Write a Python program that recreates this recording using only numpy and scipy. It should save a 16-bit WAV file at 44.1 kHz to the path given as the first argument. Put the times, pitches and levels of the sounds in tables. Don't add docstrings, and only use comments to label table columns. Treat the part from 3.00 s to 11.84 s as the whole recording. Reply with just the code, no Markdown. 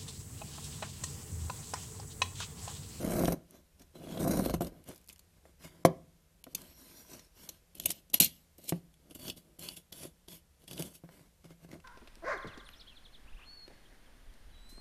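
import sys
import numpy as np
from scipy import signal
from scipy.fft import rfft, irfft
from scipy.io import wavfile
from scipy.ndimage import uniform_filter1d, minimum_filter1d, map_coordinates

SR = 44100
rng = np.random.default_rng(int(sys.argv[2]) if len(sys.argv) > 2 else 0)


def master_out(mix):
    frames = np.transpose(np.atleast_2d(mix))
    ceiling = np.clip(frames, -1, 1)
    pcm = np.round(ceiling * 32767).astype(np.int16)
    wavfile.write(sys.argv[1], SR, pcm)


def volts_from_decibels(level):
    exponent = np.asarray(level, float) / 20
    return 10 ** exponent


N = 389844


def unit(x):
    return x / np.sqrt(np.mean(x ** 2) + 1e-20)


def along(points, hz):
    f, v = np.transpose(points)
    return np.interp(np.log(hz + 1), np.log(f + 1), v)


def curves(rows):
    s, *cols = np.transpose(rows)
    return [np.interp(np.arange(N) / SR, s, c) for c in cols]


def wobble(rate):
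    knots = rng.standard_normal(int(N * rate / SR) + 4)
    return map_coordinates(knots, [np.arange(N) * rate / SR])


def response(spectrum, modes=(), size=8192):
    hz = np.fft.rfftfreq(size, 1 / SR)
    power = 1 + sum(volts_from_decibels(2 * db) / (1 + (2 * (hz - c) / w) ** 2) for c, w, db in modes)
    magnitude = np.maximum(volts_from_decibels(along(spectrum, hz)), 1e-6) * np.sqrt(power)
    cepstrum = irfft(np.log(magnitude))
    cepstrum[1:size // 2] *= 2
    cepstrum[size // 2 + 1:] = 0
    h = irfft(np.exp(rfft(cepstrum)))
    return h / np.linalg.norm(h)


def through(x, h):
    return signal.fftconvolve(x, h)[:len(x)]


def grains(per_s, spread_db):
    chance, sign, size = rng.random((3, N))
    happens = chance < per_s / SR
    return unit(happens * np.sign(sign - .5) * volts_from_decibels(-spread_db * np.log(size + 1e-4)))


def mode(hz, t60, t):
    return volts_from_decibels(-60 * t / t60) * np.sin(2 * np.pi * hz * t)


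def halves(db, bright_db):
    low = volts_from_decibels(db) / np.sqrt(1 + volts_from_decibels(2 * bright_db))
    return np.array([low, low * volts_from_decibels(bright_db)])


# (frequency [Hz], density [dB per Hz])
AIR = [(12, -37), (20, -12), (76, -4), (115, -20), (169, -10.5), (256, -29.5), (470, -24), (1140, -34),
       (1830, -33.5), (13400, -36.5), (15000, -49.5)]


def still_air():
    hiss = unit(through(rng.standard_normal(N), response(AIR)))
    return volts_from_decibels(-66.5 + .5 * wobble(6)) * hiss


# (touch time [s], peak time [s], lift time [s], hiss level [dB], push on the table [dB])
DEEP_CUTS = [
    (-.4, 0.19, .33, -42.5, -29),
    (0.952, 1.315, 1.51, -42.5, -28),
    (1.531, 1.541, 1.555, -41.5, -35.5),
    (1.6, 1.608, 1.676, -51.5, -38.5),
]
FUMBLES = [(.48, 0.548, 0.6, -66.5, -56.5), (0.788, 0.815, 0.84, -66, -58.5),
           (1.7, 1.72, 1.81, -71.5, -53.5), (1.858, 1.891, 1.933, -55, -46.5),
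           (1.92, 1.956, 2.034, -67, -69), (2.083, 2.093, 2.13, -61, -70.5),
           (2.34, 2.385, 2.37, -71.5, -65), (2.43, 2.459, 2.51, -70, -60), (2.6, 2.648, 2.685, -53, -51.5),
           (2.669, 2.72, 2.9, -68, -57), (2.862, 2.899, 2.98, -70, -69), (8.033, 8.041, 8.07, -70.5, -57),
           (8.079, 8.13, 8.27, -64, -57.5), (8.437, 8.455, 8.47, -62, -55.5), (8.48, 8.51, 8.535, -65, -56),
           (8.59, 8.645, 8.66, -65, -57), (8.685, 8.74, 8.765, -62, -46)]
DRAGS = [
    (3.568, 3.577, 3.72, -56.5, -55.5),
    (3.759, 3.796, 4.25, -60, -61.5),
    (3.87, 4.0, 4.08, -59.5, -63.5),
    (4.094, 4.14, 4.19, -53, -51.5),
    (4.371, 4.44, 4.55, -57.5, -59.5),
]
STABS = [(3.434, 3.445, 3.42, -59, -71), (3.462, 3.467, 3.53, -69.5, -55), (3.492, 3.523, 3.6, -67, -64),
         (3.54, 3.545, 3.5, -33.5, -59), (4.479, 4.49, 4.4, -55, -62), (4.75, 4.827, 4.99, -53, -55.5),
         (4.85, 4.863, 4.86, -38, -48), (4.883, 4.908, 4.9, -41.5, -51), (5.097, 5.116, 5.3, -71.5, -59.5),
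         (5.135, 5.137, 5.178, -36, -46), (5.2, 5.222, 5.263, -27, -45), (5.581, 5.584, 5.62, -61, -61),
         (5.615, 5.661, 5.78, -57, -55.5), (5.681, 5.7, 5.696, -40, -60)]
SCRAPES = [(5.993, 6.098, 6.8, -75.5, -60.5), (6.099, 6.116, 6.128, -60, -61),
           (6.147, 6.157, 6.172, -52.5, -56), (6.192, 6.286, 6.31, -47, -46),
           (6.365, 6.378, 6.39, -53.5, -64.5), (6.591, 6.644, 6.74, -48, -50.5),
           (6.763, 6.773, 6.782, -48, -66.5), (6.922, 7.029, 7.075, -49.5, -51.5),
           (7.031, 7.052, 7.06, -69, -44), (7.281, 7.329, 7.372, -51.5, -56),
           (7.598, 7.64, 7.66, -67.5, -62), (7.675, 7.719, 7.92, -55, -51.5),
           (7.76, 7.8, 7.875, -47.5, -42.5), (7.938, 7.956, 7.968, -53, -67.5)]
# (swell before peak [dB], sag after peak [dB], push swing per hiss swing [ratio],
# brightness [dB], rubbing level [dB])
MANNER = [
    (23.3, 7, 1.05, 5.5, -10.5),
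    (13, 7.5, 1.05, -2.5, -6.5),
    (5.94, 7.5, 1.2, 3.5, -8),
    (8.05, 9, 1, 3.5, -20.5),
    (8, 7, 1.6, 3, -12),
]
# (bite before touch [dB/s], hiss dying after lift [dB/s], trickling crumbs level [dB],
# brightness gained per swell [dB/dB])
EDGES = [
    (900, 550, -18, 0.34),
    (1202, 399.5, -18.5, 0.04),
    (396, 247.5, -13.5, 0.44),
    (2200, 620, -13.5, 0.26),
    (2532, 480, -22, -0.3),
]
# hiss level [dB], brightness [dB], push level [dB], rubbing level [dB]
REST_DB = (-84, 7, -82, -86.5)


def strokes():
    unload_db_per_s, crumbs_db_per_s = 280, 144
    rub_share = .6
    rest, rest_bright, rest_push, rest_rub = REST_DB
    levels = volts_from_decibels(2 * np.array([[rest], [rest], [rest_push], [rest_rub]]))
    power = np.ones((4, N)) * levels * [[1], [rest_bright], [1], [1]]
    kinds = zip((DEEP_CUTS, FUMBLES, DRAGS, STABS, SCRAPES), MANNER, EDGES)
    for rows, (swell, sag, swing, bright_db, rub_db), (bite, dying, crumbs_db, brightens) in kinds:
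        for touch, peak, lift, hiss_db, push_db in rows:
            near = slice(max(round((touch - .1) * SR), 0), min(round((lift + .4) * SR), N))
            t = np.arange(near.start, near.stop) / SR
            arc_db = np.interp(t, np.maximum.accumulate([touch, peak, lift]), [-swell, 0, -sag])
            bite_db = bite * np.minimum(t - touch, 0)
            after = np.maximum(t - lift, 0)
            crumbs = volts_from_decibels(2 * (crumbs_db - crumbs_db_per_s * after))
            hiss = volts_from_decibels(2 * (hiss_db + arc_db + bite_db)) * (volts_from_decibels(-2 * dying * after) + crumbs)
            push = volts_from_decibels(2 * (push_db + swing * arc_db + bite_db))
            push = push * (volts_from_decibels(-2 * unload_db_per_s * after) + crumbs)
            rub = volts_from_decibels(2 * rub_db) * hiss ** rub_share * push ** (1 - rub_share)
            power[:, near] += [hiss, (bright_db + brightens * arc_db) * hiss, push, rub]
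    hiss_db, push_db, rub_db = 10 * np.log10(power[[0, 2, 3]])
    return hiss_db, power[1] / power[0], push_db, rub_db


def stick_slip(jolt_db):
    coarse = np.clip((jolt_db + 70) / 35, .2, 1)
    relaxing = volts_from_decibels(-60 * np.arange(4000) / SR / .05)
    gives = 1 + through(abs(grains(110, spread_db=1.5)) / 22, relaxing)
    strength = (gives * volts_from_decibels(1.4 * wobble(200))) ** coarse
    return strength / np.sqrt(uniform_filter1d(strength ** 2, size=6000)), coarse


def patchy(x, depth_db):
    z = signal.stft(x, nperseg=512)[2]
    field = uniform_filter1d(rng.standard_normal(z.shape), size=3, axis=0)
    field = uniform_filter1d(field, size=16, axis=1)
    return signal.istft(z * volts_from_decibels(depth_db * unit(field)), nperseg=512)[1][:len(x)]


def shaving(hiss_db, bright_db, strength, coarse):
    grit = coarse * grains(3500, spread_db=3) + 1.2 * rng.standard_normal(N)
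    grit /= np.sqrt(uniform_filter1d(grit ** 2, size=8000))
    return halves(hiss_db, bright_db) * unit(strength * patchy(grit, depth_db=3.5))


# (start time [s], way of holding [0 lifted, 1 deep cut, 2 tip drag, 3 chipping,
# 4 flat scrape, 5 entering, 6 crumbs alone])
GRIP = [(0, 1), (.9, 5), (1.2, 1), (1.425, 3), (1.8, 6), (2.28, 0), (3.2, 3), (3.74, 2), (4.46, 3),
        (5.9, 4), (7.93, 6), (8.01, 0)]


def held(way):
    start, ways = np.transpose(GRIP)
    return ways[np.searchsorted(start, np.arange(N) / SR, "right") - 1] == way


# (frequency [Hz], density [dB per Hz])
CRUMBLE = [(1200, -38.5), (2000, -13.5), (2700, -8.5), (7200, -12), (11600, -6.5), (13800, -7)]
# (frequency [Hz], width [Hz], level [dB])
DEEP_CUT = [(3990, 120, 8), (5780, 250, 6), (6430, 200, 4), (9300, 350, 5), (12200, 350, 4)]
ENTERING = [(3320, 300, 8), (4020, 100, 8)]
CHIPPING = [(2970, 490, 3.4), (4200, 400, 2.8), (12050, 600, 3.5)]
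LIFTED = [(1650, 180, 9), (2150, 200, 9)]
TIP_DRAG = [(4150, 160, 5), (5700, 260, 10), (11800, 300, 3)]
FLAT_SCRAPE = [(3000, 200, 8), (3380, 110, 11), (4530, 110, 8), (8850, 150, 4), (10900, 700, 3)]


def blade(force):
    split_hz = 6500
    low_pass = signal.butter(4, split_hz, "low", fs=SR, output="sos")
    high_pass = signal.butter(4, split_hz, "high", fs=SR, output="sos")
    x = volts_from_decibels(5.5) * signal.sosfilt(low_pass, force[0]) + volts_from_decibels(3.0) * signal.sosfilt(high_pass, force[1])
    holds = (LIFTED, DEEP_CUT, TIP_DRAG, CHIPPING, FLAT_SCRAPE, ENTERING, ())
    return sum(through(held(way) * x, response(CRUMBLE, modes)) for way, modes in enumerate(holds))


# (frequency [Hz], density [dB per Hz])
TABLE = [(35, -33.5), (60, -8), (135, -6.5), (172, 3.5), (216, 0.5), (365, -2), (412, -9), (642, -6),
         (887, -24.5), (1500, -25), (1950, -54), (3300, -120)]
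# frequency [Hz], t60 [s]
BOOM = (169, 0.2)
# frequency [Hz], t60 [s]
SWAY = (52, 0.078)
# (time [s], level [dB])
ROCK = [
    (0, -45),
    (.3, -37.5),
    (.42, -78),
    (.95, -71.5),
    (1.2, -49),
    (1.62, -39.5),
    (1.85, -81),
]
# (frequency [Hz], density [dB per Hz])
RUB = [(500, -20.5), (800, -1.5), (1250, -1.5), (2300, -9), (3500, -22), (6000, -59)]
# (frequency [Hz], width [Hz], level [dB])
BAR = [(1000, 70, 8), (1590, 150, 7), (2150, 160, 9)]


def jolts(hiss_db, jolt_db, rub_db, strength):
    t = np.arange(SR // 2) / SR
    catch_db = np.clip(hiss_db - uniform_filter1d(hiss_db, size=3000), -15, 8)
    slips = volts_from_decibels(jolt_db - 1.5 + 0.92 * catch_db) * unit(strength ** 0.55 * grains(800, spread_db=1.0))
    boom, sway = (h / np.linalg.norm(h) for h in (mode(*BOOM, t), mode(*SWAY, t)))
    lifted, flat = held(0), held(4)
    top = through((1 - 0.34 * lifted) * slips, response(TABLE))
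    booming = through((0.18 + 0.5 * lifted + 0.28 * flat) * slips, boom)
    rocking = through(volts_from_decibels(curves(ROCK)[0]) * rng.standard_normal(N), sway)
    rocking = signal.sosfilt(signal.butter(2, 42, "high", fs=SR, output="sos"), rocking)
    scuffs = volts_from_decibels(rub_db - 2.0 + 0.26 * catch_db) * unit(strength * grains(1500, spread_db=2.5))
    return top + booming + rocking + through(scuffs, response(RUB, BAR))


# (frequency [Hz], level [dB], t60 [s])
TOP = [(345, -12, 0.03), (381, -20, 0.15), (460, -11.5, 0.03), (523, -4.5, 0.05), (656, -1, 0.039),
       (995, -7.5, 0.018)]


def ring(t):
    return sum(volts_from_decibels(db + rng.normal(0, 1.2)) * mode(hz, t60, t) for hz, db, t60 in TOP)


# frequency [Hz], t60 [s]
THUD = (310, 0.018)
# (time [s], peak level [dB], hardness [dB], boom level [dB])
KNOCKS = [(.101, -34, -22, -10), (0.2085, -27, -24.5, -10), (0.2366, -22.5, -34, -11.5),
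          (0.2816, -23, -13, -5.5), (0.3218, -29.5, -18, -3.5), (0.951, -62, -16, -15), (1.0, -53, -14, -8),
          (1.019, -47, -11, -9), (1.071, -43.5, -14, -9), (1.149, -43, -15, -15), (1.216, -38, -16, -11),
          (1.172, -34, -22, -26), (1.2503, -28.5, -25, -29), (1.264, -29, -42, -22),
          (1.2757, -26.5, -31, -6), (1.3974, -26.5, -33, -28), (1.4613, -31, -23, -4),
          (1.4967, -28.5, -16, -14), (1.5399, -27, -20, -4.5), (1.6084, -34, -16, 2),
          (1.6185, -28.5, -21, -29), (1.6496, -49, -9, -6), (1.8894, -48, -29, -4.5), (2.454, -53, -5, -22),
          (2.851, -6, -20, -15), (3.4676, -48, -8.5, -21), (4.799, -52, -8, -4), (4.859, -44, -6, -6),
          (4.904, -48, -6, -4), (5.2012, -41, -1.5, -17), (5.723, -30, -8, 3), (6.192, -57, -14, -1),
          (6.254, -55.5, -18, 6), (6.589, -57, -14, -3), (6.922, -57, -14, -2), (7.032, -52.5, -24, 3),
          (7.283, -55.5, -16, 0), (7.732, -53.5, -8, 4), (7.775, -53, -20, -2), (6.775, -61.5, -25, 6),
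          (7.8016, -46, -27, 8), (8.0375, -53, -21, 5), (8.09, -54, -1, -12), (8.194, -60, -4.5, -8),
          (8.443, -57, -4, -5), (8.507, -62.5, -2, 6.5), (8.648, -59.5, -7, 6.5), (8.69, -61, -5, 5),
          (8.729, -52, -4, 0), (8.799, -62, -1, -8), (8.755, -52, -25, 1)]


def knocks():
    out, t = np.zeros(N + SR), np.arange(SR // 2) / SR
    for s, db, hard_db, boom_db in KNOCKS:
        rattle = through(volts_from_decibels(-60 * t / 0.024) * rng.standard_normal(len(t)), response(RUB))
        low = mode(*BOOM, t) + 2.2 * mode(*THUD, t)
        blow = 0.84 * ring(t) + volts_from_decibels(boom_db + 1.0) * low + volts_from_decibels(hard_db) * rattle
        onset = 1 - np.exp(-t / 0.00029)
        out[round(s * SR):][:len(t)] += volts_from_decibels(db + 1.5) * onset * blow
    return signal.sosfilt(signal.butter(2, 130, "high", fs=SR, output="sos"), out[:N])


def splinter(size):
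    depth_db, band_hz = 2.8, 800
    white, chance = rng.standard_normal((2, size))
    bins = band_hz * size // SR
    peaks = uniform_filter1d(uniform_filter1d(chance, size=bins), size=bins)
    colour = volts_from_decibels(depth_db * unit(peaks[:size // 2 + 1]))
    return unit(irfft(rfft(white) * colour, size))


# (peak time [s], peak level [dB], brightness [dB], width [s]) # chips breaking in the deep cuts,
# crumbs dropping, chips levered off by the tip, # the flat edge catching, and last the fingers fumbling
SNAPS = [(0.1082, -43.5, 3, 0.008), (0.256, -33.5, -6, 0.0041), (0.278, -36.5, 0, 0.008),
         (0.3232, -35, 3, 0.0052), (0.5093, -46.5, 19, 0.0014), (0.797, -56.5, -1, 0.0077),
         (0.8196, -53, -1, 0.0068), (1.1757, -46.5, -12, 0.0081), (1.28, -37, 17, 0.0077),
         (1.46, -34.5, 5, 0.0044), (1.4975, -36.5, 2, 0.003), (1.5417, -38, 0, 0.0035),
         (1.61, -43, 2, 0.0065), (1.621, -41, 5, 0.0058), (1.6477, -44, 1, 0.0034),
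         (1.6705, -48, 2, 0.0084), (1.841, -57, 9, 0.0043), (1.876, -53, 3, .003), (1.882, -52, 11, .003),
         (1.8887, -45, 11, 0.006), (1.938, -59, 10, .004), (1.947, -56, 7, 0.004), (1.96, -53, 10, 0.0076),
         (2.0145, -61, 12, .003), (2.043, -57, 10, .002), (2.063, -61, 12, .002), (2.076, -55, 14, 0.0037),
         (2.086, -45, -6, 0.0016), (2.107, -53, 1, 0.0033), (2.182, -60, 10, 0.0022),
         (1.979, -54, 12, 0.0042), (2.0905, -39.5, 6, 0.0019), (2.0981, -43, -3, 0.0034),
         (2.1284, -49, 8, 0.0066), (2.1608, -48.5, 1, 0.0017), (2.194, -50, 1, 0.0057),
         (2.8529, -25.5, -1.5, 0.0094), (2.8598, -26, 7, 0.00088), (3.441, -41.5, -2, 0.0035),
         (3.55, -26.5, 6, 0.0058), (3.6172, -47, 8, 0.0055), (4.1952, -50.5, -14, 0.01),
         (4.4917, -36.5, 0.5, 0.0069), (4.753, -46, 8, 0.0047), (4.784, -52, 8, 0.0034),
         (4.7996, -31, 2.5, 0.0029), (4.838, -47, 0, .007), (4.859, -18.5, 9.5, 0.0055),
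         (4.8932, -35, 5, 0.0031), (4.9055, -28, 3.5, 0.0087), (4.9162, -31.5, 11.5, 0.0059),
         (5.1006, -52, 2, 0.0045), (5.134, -36.5, 12, 0.0036), (5.1424, -16, 9, 0.0051),
         (5.2024, -12.5, 7, 0.007), (5.2088, -17, 6.5, 0.0075), (5.221, -18, 6, 0.0021),
         (5.236, -24.5, 10, .003), (5.246, -21.5, 16, 0.0045), (5.5827, -51, 19, 0.0035),
         (5.642, -48.5, 15, 0.0035), (5.6934, -28.5, 12.5, 0.0098), (5.724, -43.5, -4.5, 0.003),
         (5.941, -63, 4, 0.0045),
         (6.11, -52, 0, 0.0047), (6.151, -45, 7, 0.0091), (6.197, -51, 4, .004), (6.22, -52, 0, .003),
           (6.281, -36.5, -11, 0.0034), (6.3003, -32.5, -5.5, 0.0051), (6.373, -54, -4, 0.0052),
           (6.594, -43, 12, 0.0053), (6.625, -46, -4, .003), (6.688, -36, -6, 0.0044),
           (6.721, -46, 15, 0.0026), (6.768, -45.5, 4.5, 0.0044), (6.9258, -40.5, -3, 0.0066),
           (7.2848, -44.5, -7, 0.0048), (7.316, -53, -4, .003), (7.62, -65, 1.5, .004),
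           (7.641, -60, 3, .003), (7.68, -45.5, -5, 0.0092), (7.712, -42.5, -3, 0.0053),
           (7.732, -42.5, 0, 0.0064), (7.779, -40, -16, 0.0032), (7.797, -40.5, 13, 0.0058),
           (7.8239, -34, 1, 0.0029), (7.953, -50.5, 4, .004), (8.091, -62, -12, .005),
           (8.194, -64, -9.5, .005), (8.444, -59, -10, .005), (8.507, -58, -16.5, 0.0058),
           (8.65, -67, -14, .004), (8.691, -61, -14, 0.0055), (8.7152, -50, -11, 0.0045),
           (8.7314, -55.5, -18, 0.0042), (8.742, -55, -16, 0.0034), (8.802, -57, -14, 0.0042)]


def snaps():
    lead = SR // 50
    force, t = np.zeros((2, N + SR)), np.arange(-lead, SR // 10) / SR
    for s, db, bright_db, width in SNAPS:
        width = max(width, .001)
        tear = np.exp(-np.where(t < 0, (t / (0.25 * width)) ** 2, t / (.6 * width)))
        at = max(round(s * SR) - lead, 0)
        force[:, at:at + len(t)] += halves(db + .5, bright_db)[:, None] * tear * splinter(len(t))
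    return force[:, :N]


# (frequency [Hz], t60 [s])
ROOM = [(100, 0.7), (500, 0.4), (1300, 0.36), (3000, 0.3), (12000, 0.069)]


def room(x):
    hz, t, z = signal.stft(rng.standard_normal(SR // 2), SR, nperseg=256)
    fall_db = -60 * t / along(ROOM, hz)[:, None]
    near, far = volts_from_decibels(2.7 * fall_db), volts_from_decibels(fall_db - 9.5)
    tail = signal.istft(z * (near + far), SR, nperseg=256)[1]
    return through(x, np.pad(tail / np.linalg.norm(tail), (200, 0)))


def scene():
    air = still_air()
    hiss_db, bright_db, jolt_db, rub_db = strokes()
    strength, coarse = stick_slip(jolt_db)
    cutting = blade(shaving(hiss_db, bright_db, strength, coarse))
    pushing = jolts(hiss_db, jolt_db, rub_db, strength)
    blows, tears = knocks(), snaps()
    body = volts_from_decibels(-18.5) * response(RUB) + volts_from_decibels(-13) * response(TABLE)
    chips = blade(tears) + through(tears[0], body)
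    answer = room(volts_from_decibels(-16) * chips + volts_from_decibels(-17) * blows)
    return (cutting + pushing + chips + blows + answer + air)[None]


def top_cut(x):
    return signal.sosfilt(signal.butter(12, 15200, fs=SR, output="sos"), x)


def record(dry):
    top_hz, treble_hz = 14000, 1500
    hz = np.fft.rfftfreq(N, 1 / SR)
    x = irfft(rfft(dry) / (1 + (hz / top_hz) ** 300), N)
    treble = irfft(rfft(x) * (1 - 1 / (1 + (hz / treble_hz) ** 4)), N)
    level = np.sqrt(abs(uniform_filter1d(treble ** 2, size=90)))
    coming = -minimum_filter1d(-level, size=481, origin=-240)
    rise = coming / (level + 1e-9)
    keep = uniform_filter1d(1 / (1 + (rise / volts_from_decibels(23.5)) ** 6), size=40)
    return top_cut(x - (1 - keep) * treble)


dry = scene()
out = record(dry)
master_out(out)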